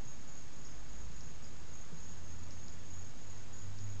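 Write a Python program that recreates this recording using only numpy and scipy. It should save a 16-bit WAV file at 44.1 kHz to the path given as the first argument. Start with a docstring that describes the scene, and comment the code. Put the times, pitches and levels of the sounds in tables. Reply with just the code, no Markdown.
"""Two crickets chirp at their own pace over a more distant chorus, heard from a quiet room.
Under them lie mains hum, room rumble and microphone hiss; far off an engine slowly gathers speed.
A cat leans over a glass fish bowl and makes a few soft bumps and faint wet ticks.
Each chirp is a few quick scrapes of a wing; each tick is a tiny bubble bursting in the cat's mouth."""
import sys
import numpy as np
from scipy import signal
from scipy.fft import rfft, irfft
from scipy.io import wavfile
from scipy.ndimage import uniform_filter1d

SR = 44100
rng = np.random.default_rng(int(sys.argv[2]) if len(sys.argv) > 2 else 0)


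def to_wav(sig):
    """Store sig (one row per channel, or 1-D mono) as 16-bit WAV at the path in sys.argv[1].

    Samples outside -1..1 are clipped; the rate is SR.
    """
    pcm = np.clip(np.atleast_2d(sig), -1, 1) * 32767
    pcm = np.round(pcm).astype(np.int16)
    wavfile.write(sys.argv[1], SR, pcm.T)  # frames by channels


N = 176400  # 4 seconds


def undb(db):
    """Turn decibels into a number to multiply by."""
    return 10 ** (np.asarray(db) / 20)


def unit(x):
    """Scale a sound so its average level (rms) is 1."""
    return x / np.sqrt(np.mean(x ** 2))


def add(out, start_s, x):
    """Mix x into out from a start time."""
    i = int(start_s * SR)
    x = x[max(-i, 0):max(N - i, 0)]
    out[max(i, 0):max(i, 0) + len(x)] += x


def drift(per_second):
    """A smooth random wobble, mostly between -1 and 1."""
    hold = int(SR / per_second)
    steps = np.repeat(rng.standard_normal(N // hold + 1), hold)
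    return 1.3 * uniform_filter1d(uniform_filter1d(steps, hold), hold)[:N]


def noise(gain):
    """Noise of level 1; gain(Hz) sets the balance of low and high."""
    hz = np.arange(N // 2 + 1) * SR / N
    return unit(irfft(rfft(rng.standard_normal(N)) * gain(hz), N))


def tone(hz):
    """A pure tone of level 1 that follows a pitch curve."""
    return np.sqrt(2) * np.sin(2 * np.pi * (np.cumsum(hz) / SR + rng.random()))


def room(x, wet_db, fade_s=.2):
    """The direct sound plus a short, blurred echo from the walls."""
    t = np.arange(SR // 2) / SR
    tail = rng.standard_normal(len(t)) * undb(-60 * t / fade_s)
    echo = unit(signal.fftconvolve(x, tail)[:N]) * np.std(x)
    return (x + undb(wet_db) * echo) / np.hypot(1, undb(wet_db))


def cricket(chirps, strokes, wing_hz, fall_hz, rasp_hz, rate, stroke_s, db, wet_db):
    """A chirp is a few uneven wing strokes, each a raspy tone that sags as the wing slows."""
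    out = np.zeros(N)
    progress = np.linspace(0, 1, int(stroke_s * SR))
    swell = np.sqrt(np.abs(np.sin(np.pi * progress)))
    rasp = rasp_hz * drift(500)  # the scraper catches on the wing's ridges
    scatter_s, scatter_hz, scatter_db = .002, 14, 1.37
    for start, chirp_db in chirps:
        for k, (louder, higher, later) in enumerate(rng.standard_normal((strokes, 3))):
            at = start + k / rate + scatter_s * later
            hz = wing_hz + scatter_hz * higher - fall_hz * (progress - .5)
            hz += rasp[(int(at * SR) + np.arange(len(progress))) % N]
            add(out, at, swell * tone(hz) * undb(db + chirp_db + scatter_db * louder))
    return room(out, wet_db)


def two_crickets():
    """Two crickets scrape their wings, one a little higher in pitch."""
    # The chirps. Each row: start in seconds, level in dB above or below the song's own.
    high_chirps = [(-.03, -3), (.262, -1), (.555, -2.5), (.895, -1.5), (1.15, -2), (1.42, -2.5),
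                   (1.7, -2.5), (2.0, -1), (2.325, -4), (2.61, -3), (2.9, 2), (3.21, -0.5), (3.525, 2.5),
                   (3.805, 0.5)]
    low_chirps = [(.045, 2.5), (.333, 0.5), (.633, 0), (.952, -4), (1.222, -2), (1.46, -12), (1.722, 1.5),
                  (1.965, -1), (2.04, -1), (2.243, 0.5), (2.5, -1.5), (2.57, -3.5), (2.775, -4.5),
                  (3.01, -3.5), (3.288, -2), (3.6, -7.5), (3.88, -8.5)]
    # Each song: wing pitch, its fall in one stroke and its unevenness in Hz, strokes per second,
    # stroke length in seconds, level in dB, echo in dB compared with the direct sound.
    high_song = dict(wing_hz=6747, fall_hz=40, rasp_hz=28, rate=37.5, stroke_s=.02, db=-57.5, wet_db=-3.5)
    low_song = dict(wing_hz=6562, fall_hz=230, rasp_hz=90, rate=39, stroke_s=.018, db=-58, wet_db=2.5)
    return cricket(high_chirps, strokes=5, **high_song) + cricket(low_chirps, strokes=4, **low_song)


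def chorus(pitch_hz=6595, spread_hz=160, level_db=-65.5, flutter_db=2):
    """Farther crickets blur into one high, fluttering band of noise."""
    band = noise(lambda f: np.exp(-((f - pitch_hz) / spread_hz / 2) ** 2))
    return band * undb(level_db + flutter_db * drift(70))


def background(level_db=-54, rumble_top_hz=252, sway_db=.7):
    """The microphone hisses evenly while the room's rumble gently sways."""
    # The shape of the rumble and hiss. Each row: frequency in Hz, relative level in dB.
    noise_shape = [(20, -2), (45, 1.5), (90, -1.5), (140, -1.5), (200, -8), (300, -11), (500, -15),
                   (800, -17), (1300, -18), (2000, -21), (3000, -23.5), (4200, -24.5), (5000, -23),
                   (6000, -26), (7300, -25), (8000, -30.5), (8500, -42), (8900, -55)]
    hz, db = np.transpose(noise_shape)
    air = noise(lambda f: undb(np.interp(np.log(f + 1), np.log(hz), db))) * undb(level_db)
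    rumble = signal.sosfiltfilt(signal.butter(2, rumble_top_hz, fs=SR, output="sos"), air)
    hiss = air - rumble
    return hiss + rumble * undb(sway_db * drift(9))


def mains_hum(waver_db=.89):
    """Electricity makes a low hum and a thin whine."""
    # The tones. Each row: pitch in Hz, level in dB.
    hum_tones = [(240, -67.5), (480, -79.5), (700, -81), (1679, -80.5), (3358, -90)]
    return sum(undb(db + waver_db * drift(3.8)) * tone(np.full(N, hz)) for hz, db in hum_tones)


def engine(boom_hz=50.5, boom_width_hz=3.5, boom_db=-52):
    """Only the far engine's lowest tones pass through the walls, swelling at resonances."""
    # Engine speed. Each row: time in seconds, firings per second.
    speeds = [(0, 65.5), (.5, 69), (1, 76.13), (1.5, 79.7), (2, 83.56), (2.5, 86.94), (3, 89.9),
              (3.5, 95.8), (3.8, 99.66), (4, 99)]
    # The firing tone and the tone an octave above it. 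Each row: time in seconds, level in dB.
    firing_levels = [(0, -67.5), (.7, -65.5), (1, -62), (1.3, -60), (1.75, -57), (1.9, -64.5),
                     (2.15, -54.5), (2.4, -49.5), (2.7, -58), (3.01, -50.5), (3.17, -75), (3.3, -51.5),
                     (3.55, -60), (3.7, -47), (3.77, -52), (3.85, -44), (4, -46.5)]
    octave_levels = [(0, -75.5), (.8, -71), (1.25, -61), (1.55, -71), (1.95, -60.5), (2.3, -65.5),
                     (2.7, -64), (3.1, -71), (4, -68.5)]
    t = np.arange(N) / SR
    firing_hz = np.interp(t, *np.transpose(speeds)) * (1 + .004 * drift(18))
    firing = tone(firing_hz) * undb(np.interp(t, *np.transpose(firing_levels)))
    twice_shaft_hz = firing_hz * 2 / 3  # two cycles per turn of the shaft; booms as it passes boom_hz
    boom = tone(twice_shaft_hz) * undb(boom_db) / (1 + ((twice_shaft_hz - boom_hz) / boom_width_hz * 2) ** 2)
    octave = tone(2 * firing_hz) * undb(np.interp(t, *np.transpose(octave_levels)))
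    return (firing + boom + octave) * undb(drift(14))


def ring(hz, fade_s):
    """A ringing tone that builds up in a cycle or two, then dies away."""
    t = np.arange(SR // 3) / SR
    envelope = (1 - np.exp(-t * hz)) ** 2 * undb(-60 * t / fade_s)
    return np.sin(2 * np.pi * hz * t) * envelope / envelope.max()


def cat():
    """Tiny bubbles burst in the cat's mouth, and it makes soft bumps at the bowl."""
    # Each row: start in seconds, pitch in Hz, level in dB, seconds to fade by 60 dB.
    ticks = [(.652, 5500, -52, .008), (.6555, 5700, -49, .009), (.66, 5100, -57, .03), (.7, 5100, -57, .06),
             (1.2078, 5500, -42, .003), (1.4428, 5400, -52, .003), (1.4435, 4950, -50.5, .028),
             (2.508, 5400, -42, .0024), (2.6828, 5050, -41.5, .003), (3.788, 5200, -41.5, .002)]
    bumps = [(1.922, 440, -51, .03), (1.924, 168, -46.5, .1), (2.486, 330, -56, .02),
             (2.488, 570, -53, .06)]
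    out = np.zeros(N)
    for start, hz, db, fade_s in ticks + bumps:
        add(out, start, undb(db) * ring(hz, fade_s))
    return room(out, wet_db=-8)


def scene():
    """All the sounds meet at one microphone."""
    return (two_crickets() + chorus() + background() + mains_hum() + engine() + cat())[None]


def record(dry, top_hz=8800, bias=.025):
    """The recorder cuts the highest treble and shifts the wave slightly off zero."""
    treble_cut = signal.ellip(8, .2, 70, top_hz, fs=SR, output="sos")
    return signal.sosfilt(treble_cut, dry) + bias


dry = scene()
out = record(dry)
to_wav(out)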